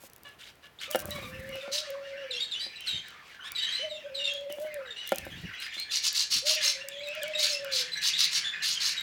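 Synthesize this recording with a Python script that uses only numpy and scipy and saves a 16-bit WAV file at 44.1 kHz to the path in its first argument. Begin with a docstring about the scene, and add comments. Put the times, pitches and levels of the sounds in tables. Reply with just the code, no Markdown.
"""Inside an aviary, one microphone: over a steady room floor feathers rustle, feet knock on the perch (struck modes)
and claws and husks tick on the wire (noise snaps). Birds further off rasp, others give single gliding notes,
a far flock chatters mostly as echo. A dove coos three times (wavering near sine), wing wash pushes air on the
microphone (low noise), a near bird rasps in harsh bursts (pulsed noise through throat and beak), two-voiced chirps
follow (overlapping gliding tones), and late on a faint low drone sets in."""
import sys
import numpy as np
from scipy import signal
from scipy.fft import rfft, irfft, next_fast_len
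from scipy.io import wavfile
from scipy.ndimage import map_coordinates

SR = 44100
rng = np.random.default_rng(int(sys.argv[2]) if len(sys.argv) > 2 else 0)


def materialize(psi):
    """Save the field psi as 16-bit PCM at rate SR to the path in sys.argv[1].

    A 1-D psi becomes a single channel; in a 2-D psi each row is a channel.
    """
    bounded = np.clip(np.atleast_2d(psi).T, -1, 1)
    quanta = np.round(bounded * 32767).astype(np.int16)
    wavfile.write(sys.argv[1], SR, quanta)


def invert_db(x):
    """Field ratio 10**(x/20) for x, a level in decibels (scalar or array-like)."""
    u = np.asarray(x, float) / 20
    return 10 ** u


N = 397782   # samples

# room floor, relative spectrum: hz, level_db (per Hz)
FLOOR_SPECTRUM = [(15, -41), (25, 4.5), (145, -2), (277, -5.5), (451, -4.5), (800, -6), (2410, -10),
                  (4370, -19), (7710, -25.5), (16000, -24)]
FLOOR_DB = -60
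ROOM_T60_S, WALL_CUT_HZ = 0.3, 8900

# feathers and shuffling feet: start_s, length_s, level_db
RUSTLES = [(0.0, 0.071, -51), (0.9, 0.12, -42.5), (1.06, 0.5, -52.5), (4.495, 0.18, -52.5),
           (5.06, 0.49, -55.5)]
RUSTLE_RISE_S, RUSTLE_FALL_S, RUSTLE_SLOPE_DB_PER_S = 0.0069, 0.013, -21

# feet landing on the perch: start_s, strike_db (before the level of each mode)
LANDINGS = [(0.037, -31), (0.948, -13), (0.956, -14.5), (1.051, -25), (1.087, -26), (1.184, -29),
            (1.23, -28), (1.554, -27.5), (1.679, -25), (2.665, -28), (4.501, -27.5), (4.585, -26),
            (4.646, -27), (5.121, -13.5), (5.126, -16), (5.267, -25), (5.768, -31.5)]
# ringing modes of the perch: mode_hz, level_db (relative), t60_s
PERCH_MODES = [(225, -2, 0.041), (336, -4, 0.05), (539, 0, 0.054), (605, -9, 0.033), (743, -14.5, 0.057),
               (1380, -6.5, 0.013), (1700, -14.5, 0.031), (2140, -23, 0.041), (2900, -7.5, 0.0052)]

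# the clearest snaps of claws and husks on wire: start_s, peak_db
CLEAR_TICKS = [(0.038, -39), (0.099, -38), (0.134, -30.5), (0.1624, -32.5), (0.182, -41), (0.234, -32),
               (0.2893, -41), (0.556, -48), (0.9125, -19), (0.959, -14), (0.9917, -21), (1.002, -21),
               (1.056, -20.5), (1.107, -23), (1.492, -30), (1.557, -31), (1.904, -30), (2.807, -31),
               (3.084, -34), (3.5194, -19), (4.3375, -30), (4.5247, -23), (4.6, -32), (4.7425, -27.5),
               (5.075, -23.5), (5.092, -22), (5.12, -22), (5.127, -31), (5.147, -30), (5.159, -21),
               (5.184, -18), (5.253, -32), (5.602, -31), (5.7993, -20), (6.129, -21), (6.5513, -22),
               (6.8863, -20), (7.074, -37), (7.087, -30), (7.1516, -31), (7.233, -21), (7.2806, -28.5),
               (7.6466, -21), (9.01, -29)]
SMALL_TICK_DB = -47   # middle of the small ones' range
TICK_LOW_HZ, TICK_HIGH_HZ = 2500, 6000   # range of the bass edge of a snap

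# harsh calls of birds further off: start_s, fade_s, level_db
FAR_RASPS = [(0.238, 0.089, -56.5), (0.383, 0.11, -48.5), (0.618, 0.033, -55.5), (0.8, 0.056, -42),
             (1.09, 0.15, -50), (1.54, 0.13, -49.5), (2.854, 0.046, -41), (3.24, 0.14, -56.5),
             (3.44, 0.019, -48), (5.598, 0.064, -42), (5.72, 0.05, -45.5)]
# throat of the further birds, relative spectrum: hz, level_db (per Hz)
FAR_THROAT = [(470, -66.5), (800, -40), (1440, -5), (1930, -8), (3050, -2.5), (4970, -12), (15000, -27.5)]
# harsh calls of the near bird, one row a burst: start_s, fade_s, level_db
NEAR_RASPS = [(1.714, 0.057, -30), (5.905, 0.056, -27.5), (6.024, 0.029, -24), (6.137, 0.068, -25.5),
              (6.299, 0.063, -25.5), (6.451, 0.073, -25), (6.607, 0.085, -25.5), (7.375, 0.055, -27),
              (7.425, 0.1, -31.5), (7.712, 0.079, -27.5), (8.013, 0.057, -26), (8.172, 0.056, -24.5),
              (8.308, 0.053, -27), (8.618, 0.1, -27.5), (8.797, 0.1, -28)]
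# throat of the near bird, relative spectrum: hz, level_db (per Hz)
NEAR_THROAT = [(530, -107), (900, -25.5), (2250, -15.5), (2890, -7), (3230, -10), (4250, -0.5), (4740, -4),
               (6250, -10.5), (8660, -18), (10600, -19), (13000, -26), (15800, -23.5), (16500, -59)]
# resonances of its throat and beak: centre_hz, width_hz, level_db (relative)
NEAR_PEAKS = [(3600, 240, -6), (4250, 220, -1), (4800, 260, -4), (5450, 260, 1), (6300, 340, 2)]
NEAR_SWELL_S, FAR_SWELL_S = 0.043, 0.03
PEAK_WANDER_SHARE, PEAK_WANDER_HZ = 0.04, 9

# single gliding notes, mostly of other birds, some further notes of the two-voiced chirps: start_s, length_s,
# start_hz, end_hz, level_db
SINGLE_NOTES = [(0.248, 0.057, 598, 560, -61), (0.631, 0.024, 574, 566, -64.5),
                (0.787, 0.028, 2900, 4600, -44), (0.812, 0.061, 2900, 3660, -48),
                (0.833, 0.097, 1700, 1150, -52.5), (0.919, 0.038, 3595, 2780, -39.5),
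                (1.106, 0.035, 3940, 3930, -39), (1.109, 0.028, 2000, 1890, -49),
                (1.142, 0.061, 1146, 1110, -49), (1.179, 0.062, 2100, 2500, -47),
                (1.22, 0.045, 4000, 3620, -45.5), (1.238, 0.043, 1270, 1160, -49),
                (1.462, 0.08, 1643, 2350, -54), (1.523, 0.033, 2860, 2900, -44),
                (1.607, 0.041, 3960, 3440, -45.5), (2.33, 0.049, 5130, 5620, -44.5),
                (2.396, 0.018, 4620, 4560, -39), (2.425, 0.031, 3930, 4400, -41),
                (2.403, 0.043, 3600, 3816, -31.5), (2.604, 0.05, 3630, 4110, -34),
                (2.591, 0.079, 4300, 4840, -39.5), (3.404, 0.063, 2750, 3350, -50.5),
                (2.881, 0.054, 3450, 3095, -36.5), (3.434, 0.055, 1440, 1880, -45.5),
                (3.58, 0.022, 4470, 4610, -37), (4.286, 0.094, 3160, 3324, -35.5),
                (4.29, 0.029, 4330, 3840, -48), (4.496, 0.037, 3310, 2820, -42),
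                (4.661, 0.066, 2350, 2083, -48), (4.857, 0.03, 3960, 3700, -50),
                (4.905, 0.028, 3580, 3690, -40), (4.96, 0.05, 2783, 2940, -40.5),
                (4.966, 0.034, 1824, 2100, -53), (5.006, 0.067, 3100, 2847, -41),
                (5.316, 0.071, 2810, 3720, -51), (5.629, 0.032, 5180, 4920, -42),
                (5.731, 0.04, 3640, 3520, -39.5), (5.775, 0.063, 4010, 4245, -35),
                (5.895, 0.029, 3600, 3480, -39), (5.773, 0.051, 2024, 2393, -41.5),
                (6.603, 0.034, 1700, 1700, -41), (6.806, 0.038, 2690, 2807, -41),
                (6.91, 0.066, 3960, 3210, -44), (7.004, 0.034, 1936, 2670, -42),
                (7.032, 0.056, 4220, 3780, -42.5), (7.07, 0.07, 2574, 2593, -38),
                (7.166, 0.047, 2486, 2460, -40), (7.214, 0.045, 2180, 1380, -44),
                (7.254, 0.034, 2270, 2276, -41), (7.335, 0.033, 2587, 2580, -35.5),
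                (7.345, 0.089, 3740, 3820, -34.5), (7.528, 0.024, 5300, 5170, -31),
                (7.54, 0.04, 2635, 2705, -37), (7.632, 0.093, 2600, 2415, -46),
                (7.916, 0.078, 4070, 3980, -35), (7.969, 0.019, 5200, 6000, -41.5),
                (8.131, 0.039, 3025, 4020, -29.5), (8.163, 0.019, 3820, 3750, -29.5),
                (8.441, 0.061, 3500, 3486, -30.5), (8.531, 0.078, 2500, 2465, -41),
                (8.755, 0.029, 3220, 3157, -36), (8.964, 0.047, 4084, 3780, -33)]
# two-voiced chirps, upper voice: start_s, length_s, start_hz, end_hz, level_db
UPPER_VOICE = [(2.307, 0.041, 4450, 3350, -33.5), (2.345, 0.026, 3550, 4300, -40),
               (2.512, 0.041, 4510, 3360, -32.5), (2.757, 0.028, 4200, 3850, -43),
               (2.868, 0.031, 5000, 3700, -32), (2.885, 0.1, 4106, 3670, -34),
               (3.547, 0.061, 4250, 3700, -30.5), (3.619, 0.04, 3950, 3830, -27.5),
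               (3.697, 0.026, 4600, 4450, -45), (3.717, 0.06, 3550, 4150, -32.5),
               (3.9, 0.072, 4300, 3500, -42), (4.143, 0.085, 4470, 3600, -34),
               (4.238, 0.044, 3760, 3600, -28)]
# two-voiced chirps, lower voice: start_s, length_s, start_hz, end_hz, level_db
LOWER_VOICE = [(2.337, 0.04, 2580, 2830, -37.5), (2.362, 0.062, 3000, 3410, -36),
               (2.544, 0.068, 2610, 3170, -36), (2.776, 0.16, 2740, 2743, -48),
               (2.8, 0.063, 3140, 3070, -43.5), (2.938, 0.063, 2950, 3194, -37),
               (3.591, 0.06, 3050, 3030, -34.5), (3.665, 0.044, 2968, 3247, -32),
               (3.778, 0.061, 2980, 3045, -34), (3.951, 0.079, 2815, 2730, -50),
               (4.188, 0.045, 3100, 2803, -35), (4.27, 0.032, 2773, 2714, -32)]
GLIDE_HOOK = 0.36   # below 1: a note glides fast at first, then levels off
# overtones 2, 3, .. of high, nearly pure notes: level_db against the fundamental
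PURE_DB = [-18, -29]
# overtones 2, 3, .. of lower, reedy notes: level_db against the fundamental
REEDY_DB = [3, -9, -16, -14]
# overtones 2, 3, .. of the lowest, nasal notes: level_db against the fundamental
NASAL_DB = [0.5, 8, -1, 7, -2, -2]
REEDY_BELOW_HZ, NASAL_BELOW_HZ = 2200, 800

# far flock, before its direct and echo shares: start_s, level_db, pitch_hz (around which notes scatter)
FLOCK = [(0.77, -89.5, 2330), (0.95, -56, 1845), (2.22, -52, 1975), (2.33, -56.5, 2814),
         (3.02, -55.5, 2698), (3.14, -58, 1792), (3.48, -54.5, 1882), (3.69, -46, 2988), (4.1, -60.5, 2500),
         (4.47, -62, 2750), (4.79, -54.5, 1965), (5.0, -48.5, 2900), (5.34, -56, 2422), (5.59, -47, 2576),
         (6.45, -63, 2950), (6.58, -39.5, 2586), (6.84, -53.5, 2624), (7.29, -49.5, 2395),
         (7.48, -47.5, 2454), (9.02, -45, 2498)]

# dove, one table a coo: start_s, pitch_hz, level_db
COOS = [
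    [(0.88, 506, -50), (0.91, 609, -45), (1.17, 586, -50.5), (1.23, 520, -54.5), (1.412, 526.3, -49),
     (1.6, 544.4, -39.5), (1.82, 613, -44), (1.91, 560, -39), (2.23, 545.4, -42.5), (2.36, 491, -49),
     (2.52, 483, -79)],
    [(3.795, 515, -51), (3.82, 542, -45), (3.838, 620, -33), (4.0, 607, -49), (4.07, 606, -39.5),
     (4.11, 538, -43), (4.28, 569, -46.5), (4.5, 566, -37), (4.55, 608, -43.5), (4.63, 617, -34.5),
     (4.72, 611, -41.5), (4.8, 545, -36.5), (4.86, 504, -54.5), (4.97, 400, -64)],
    [(6.425, 496, -48), (6.465, 616, -38), (6.59, 614, -40), (6.7, 597, -51), (6.77, 536, -50.5),
     (7.12, 592, -42.5), (7.19, 623, -40.5), (7.3, 622, -36.5), (7.38, 615, -36.5), (7.46, 600.7, -44.5),
     (7.688, 550.4, -37.5), (7.82, 493, -52), (7.96, 495, -69)],
]
# syllables that the dove takes from below, after a short catch: start_s
SYLLABLES = [1.23, 1.7, 4.038, 4.567, 6.645, 7.215]
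# moments when the dove's voice breaks: centre_s
BREAKS = [1.618, 1.86, 2.281, 3.9, 4.015, 4.09, 6.55, 6.628, 6.725, 6.83, 7.146, 7.341, 7.484]
SCOOP_SHARE, SCOOP_S, CATCH_DB, CATCH_S = 0.11, 0.03, -8, 0.006
BREAK_DB, BREAK_S = -20, 0.011

# wing wash on the microphone: start_s, length_s, level_db
WASHES = [(0.95, 0.55, -47), (2.9, 0.034, -47.5), (5.14, 0.31, -48), (6.3, 0.026, -43.5)]
WASH_RISE_S, WASH_FALL_S, WASH_SLOPE_DB_PER_S = 0.058, 0.1, 0.5

DRONE_FROM_S, DRONE_HZ, DRONE_WIDTH_HZ, DRONE_DB = 7.56, 159.3, 45, -65.5


def rms_one(x):
    """Scale to rms 1."""
    return x / np.sqrt(np.mean(x ** 2) + 1e-20)


def in_time(tables, quiet_db=-110, edge_s=0.012):
    """Join tables into one curve per column; a last gate curve falls silent between tables."""
    rows = []
    for table in tables:
        rows += [(table[0][0] - edge_s, *table[0][1:], quiet_db)]
        rows += [(*row, 0) for row in table]
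        rows += [(table[-1][0] + edge_s, *table[-1][1:], quiet_db)]
    s, *columns = np.transpose(rows)
    *columns, gate_db = [np.interp(np.arange(N) / SR, s, c) for c in columns]
    return *columns, invert_db(gate_db)


def bouts(rows, rise_s, fall_s, slope_db_per_s):
    """Gain of separate bouts: each rises, slides in level while it lasts, and falls."""
    t = np.arange(N) / SR
    gain = np.zeros(N)
    for s, length, level_db in rows:
        rise = np.clip((t - s) / rise_s, 0, 1)
        fall = np.clip(1 + (s + length - t) / fall_s, 0, 1)
        gain += rise * fall * invert_db(level_db + slope_db_per_s * np.clip(t - s, 0, length))
    return gain


def drift(rate_hz):
    """Random wander of rms 1: noise through two equal low-pass poles at rate_hz."""
    r = np.exp(-2 * np.pi * rate_hz / SR)
    return rms_one(signal.lfilter([1], [1, -2 * r, r * r], rng.standard_normal(N + SR))[SR:])


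def coloured(x, spectrum):
    """Shape a white signal by a spectrum; rms 1."""
    hz, level_db = np.transpose(spectrum)
    size = next_fast_len(N)
    bins = np.arange(1, size // 2 + 2) * SR / size
    gain = invert_db(np.interp(np.log(bins), np.log(hz), level_db))
    return rms_one(irfft(rfft(x, size) * gain, size)[:N])


def cut(x, hz, kind):
    """Second-order high-, low- or band-pass."""
    return signal.sosfilt(signal.butter(2, hz, kind, fs=SR, output="sos"), x + 1e-18)


def resonate(x, hz, width_hz):
    """One resonance, gain 1 on top."""
    r = np.exp(-np.pi * width_hz / SR)
    top = np.array([1, 0, -1]) * (1 - r * r) / 2
    return signal.lfilter(top, [1, -2 * r * np.cos(2 * np.pi * hz / SR), r * r], x + 1e-18)


def room_floor():
    """Steady coloured noise of the place, its level hardly moving."""
    return invert_db(FLOOR_DB) * coloured(rng.standard_normal(N), FLOOR_SPECTRUM) * invert_db(0.5 * drift(3.0))


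def rustle():
    """Clumped bright grains over a dry hiss, settling down after each start."""
    born = rng.random(N) < 900 * invert_db(6 * drift(30)) / SR   # about 900 grains a second, in clumps
    size_db = 5.0 * np.minimum(rng.exponential(1, N), 5)
    grains = born * invert_db(size_db) * rng.choice([-1, 1], N)
    hiss = rng.standard_normal(N) * invert_db(3.5 * drift(40))
    gain = bouts(RUSTLES, RUSTLE_RISE_S, RUSTLE_FALL_S, RUSTLE_SLOPE_DB_PER_S)
    return gain * rms_one(cut(rms_one(grains) + 14.0 * hiss, 870, "high"))


def knocks():
    """Every landing rings the perch modes; light feet land softly and leave the upper modes weak."""
    s, strike_db = np.transpose(LANDINGS)
    chance_db = rng.normal(0, 2.5, (len(s), len(PERCH_MODES)))
    tilt_db = 0.54 * (strike_db - strike_db.max())   # per octave
    out = np.zeros(N)
    for k, (hz, level_db, t60) in enumerate(PERCH_MODES):
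        clicks = np.full(N, 1e-18)
        clicks[(s * SR).astype(int)] = invert_db(strike_db + level_db + chance_db[:, k] + tilt_db * np.log2(hz / 230))
        r, w = invert_db(-60 / (t60 * SR)), 2 * np.pi * hz / SR
        out += signal.lfilter([0, np.sin(w)], [1, -2 * r * np.cos(w), r * r], clicks)
    return cut(out, 636, "high")   # a thin rod radiates no bass


def ticks():
    """Each tick is a bright noise snap with a decay of 0.9 ms; small ones come at random."""
    out, t = np.zeros(N + SR), np.arange(200) / SR
    small = [(when * N / SR, SMALL_TICK_DB + 9 * (size - 0.5)) for when, size in rng.random((25, 2))]
    rows = small + CLEAR_TICKS
    for (s, peak_db), noise in zip(rows, rng.standard_normal((len(rows), 201))):
        edge_hz = np.interp(noise[200], [-1, 1], [TICK_LOW_HZ, TICK_HIGH_HZ])   # last draw sets the edge
        snap = cut(noise[:200] * np.exp(-t / 0.0009), edge_hz, "high")
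        out[round(s * SR):][:200] += invert_db(peak_db) * snap / np.abs(snap).max()
    return out[:N]


def room(x):
    """Diffuse echo: noise dying at the room's rate, dulled by the walls, energy 1."""
    t = np.arange(int(SR * 0.7)) / SR
    dulled = cut(rng.standard_normal(len(t)), WALL_CUT_HZ, "low")
    tail = dulled * invert_db(-60 * t / ROOM_T60_S) * np.minimum(t / 0.0015, 1)
    return signal.fftconvolve(x, tail / np.sqrt(np.sum(tail ** 2)))[:N]


def rasps(bursts, swell_s, throat, peaks, pulse_hz):
    """Chaotic syrinx: uneven pulses gate a noise that rings in throat and beak."""
    effort, t = np.zeros(N), np.arange(N) / SR
    for s, fade, level_db in bursts:
        arch = np.interp(t, [s, s + swell_s, s + swell_s + fade], [0, np.pi / 2, np.pi])
        push = np.abs(np.sin(arch))   # one push of breath, catching abruptly
        effort += invert_db(level_db) * np.where(t < s + swell_s, push ** 0.87, push ** 0.63)
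    cycle = np.cumsum(pulse_hz * (1 + 0.27 * drift(60))) / SR % 1
    pulses = 0.45 + np.exp(-cycle / 0.3)
    breath = rng.standard_normal(N) * pulses * invert_db(2 * drift(200) + 1.2 * drift(40))
    breath = coloured(breath, throat)
    # the colour shifts in patches as the beak moves; alternate signs join neighbouring bands
    edges_hz = np.geomspace(800, 18000, num=13)
    voice = np.zeros(N)
    for k in range(12):
        voice += (-1) ** k * invert_db(2.8 * drift(90)) * cut(breath, edges_hz[k:k + 2], "band")
    # each resonance swells on its own
    strands = sum(invert_db(db + 4 * drift(45)) * resonate(voice, hz, width) for hz, width, db in peaks)
    # reading faster or slower shifts the resonances together
    pace = 1 + PEAK_WANDER_SHARE * drift(PEAK_WANDER_HZ)
    wandering = map_coordinates(strands, [np.cumsum(pace)], order=3, mode="mirror")
    return effort * rms_one(voice + invert_db(1.0) * wandering)


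def note(hz, waver, throb, overtones_db):
    """One syllable: a wavering, throbbing sine with overtones, quick to start and slower to fade."""
    t = np.linspace(0, 1, len(hz))
    phase = 2 * np.pi * np.cumsum(hz * (1 + waver)) / SR
    tone = np.sin(phase) + sum(invert_db(db) * np.sin((k + 2) * phase) for k, db in enumerate(overtones_db))
    return np.minimum(t / 0.078, 1) * np.cos(np.pi * t / 2) ** 0.16 * throb * tone


def chirps():
    """Single notes, and the two sides of the syrinx overlapping; fast warble and turbulent air hoarsen all."""
    out = np.zeros(N)
    waver = 0.012 * drift(150) + 0.007 * drift(600)
    throb = invert_db(3 * drift(110)) + 0.33 * rms_one(cut(rng.standard_normal(N), 800, "low"))
    throb += 0.0087 * rng.standard_normal(N)   # breath hiss
    for k, (s, length, start_hz, end_hz, level_db) in enumerate(UPPER_VOICE + LOWER_VOICE + SINGLE_NOTES):
        start = round(s * SR)
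        along = np.linspace(0, 1, int(length * SR))[:N - start]
        hz = start_hz * (end_hz / start_hz) ** along ** GLIDE_HOOK
        if hz.max() < NASAL_BELOW_HZ:
            timbre = NASAL_DB
        elif hz.max() < REEDY_BELOW_HZ:
            timbre = REEDY_DB
        else:
            timbre = PURE_DB
        own = slice(k * 3700, k * 3700 + len(hz))   # each note's stretch of waver and throb
        out[start:][:len(hz)] += invert_db(level_db) * note(hz, waver[own], throb[own], overtones_db=timbre)
    return out


def chatter():
    """Many far birds: short hoarse notes at random around a wandering pitch, over harsh noise."""
    level_db, centre_hz, gate = in_time([FLOCK])
    out, waver, throb = np.zeros(N + SR), 0.03 * drift(135), invert_db(6 * drift(188))
    for start, spread, glide, length, size, place in rng.random((900, 6)):
        at = int(start * N)
        t = np.linspace(0, 1, int(SR * (0.01087 + 0.0306 * length)))
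        hz = centre_hz[at] * 2 ** (1.3 * (spread - 0.55) + 0.67 * (glide - 0.5) * t)
        first = int(place * N * 0.9)
        own = slice(first, first + len(t))
        out[at:at + len(t)] += invert_db(7 * size) * note(hz, waver[own], throb[own], overtones_db=[-14])
    band = cut(rng.standard_normal(N), [1300, 4500], "band")
    harsh = rms_one(cut(band, 870, "high")) * invert_db(4.5 * drift(6))
    return gate * invert_db(level_db) * (rms_one(out[:N]) + invert_db(-11.5) * harsh)


def coo():
    """A near sine on its pitch track, wavering in pitch and throbbing in level."""
    hz, level_db, gate = in_time(COOS)
    t = np.arange(N) / SR
    since = t - np.array(SYLLABLES)[:, None]
    hz = hz * (1 - SCOOP_SHARE * np.sum((since > 0) * np.exp(-np.abs(since) / SCOOP_S), axis=0))
    level_db = level_db + CATCH_DB * np.sum(np.exp(-(since / CATCH_S) ** 2), axis=0)
    away = t - np.array(BREAKS)[:, None]
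    level_db = level_db + BREAK_DB * np.sum(np.exp(-(away / BREAK_S) ** 2), axis=0)
    phase = 2 * np.pi * np.cumsum(hz * (1 + 0.0113 * drift(29.2))) / SR
    return np.sqrt(2) * gate * invert_db(level_db + 2.2 * drift(30)) * np.sin(phase)


def wash():
    """Wing beats push air on the microphone: lumpy low noise, flickering in level."""
    air = cut(cut(rng.standard_normal(N), [32, 180], "band"), 1300, "low")
    gain = bouts(WASHES, WASH_RISE_S, WASH_FALL_S, WASH_SLOPE_DB_PER_S)
    return gain * rms_one(air * invert_db(3.5 * drift(25)))


def drone():
    """A faint low hum: noise twice through one low resonance."""
    hum = rng.standard_normal(N)
    for _ in range(2):
        hum = resonate(hum, DRONE_HZ, DRONE_WIDTH_HZ)
    onset = np.clip((np.arange(N) / SR - DRONE_FROM_S) / 0.037, 0, 1)
    return invert_db(DRONE_DB) * onset * rms_one(hum)


def scene():
    """Each source at its distance, with its own share of direct sound and echo."""
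    cage = knocks() + ticks()
    far = rasps(FAR_RASPS, FAR_SWELL_S, FAR_THROAT, [(2900, 120, -14.0)], pulse_hz=413)
    notes, flock, dove = chirps(), chatter(), coo()
    near = rasps(NEAR_RASPS, NEAR_SWELL_S, NEAR_THROAT, NEAR_PEAKS, pulse_hz=319.2)
    direct = rustle() + cage + far + notes + invert_db(-10.0) * flock + dove + wash() + near + drone()
    cage_echo = invert_db(-16.5) * cage
    bird_echo = invert_db(-12.5) * far + invert_db(-7) * notes + invert_db(-14) * dove + invert_db(-8) * near
    flock_echo = invert_db(2.0) * flock   # stronger than its direct sound
    echo = room(cage_echo + bird_echo + flock_echo)
    return (direct + echo + room_floor())[None]


def roll_off(x):
    """The treble ends steeply here."""
    return signal.sosfilt(signal.butter(12, 16990, fs=SR, output="sos"), x)


def record(dry):
    """A small microphone whose bass is cut by two high-passes."""
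    mix = cut(cut(dry, 54, "high"), 45, "high")
    return roll_off(mix)


dry = scene()
out = record(dry)
materialize(out)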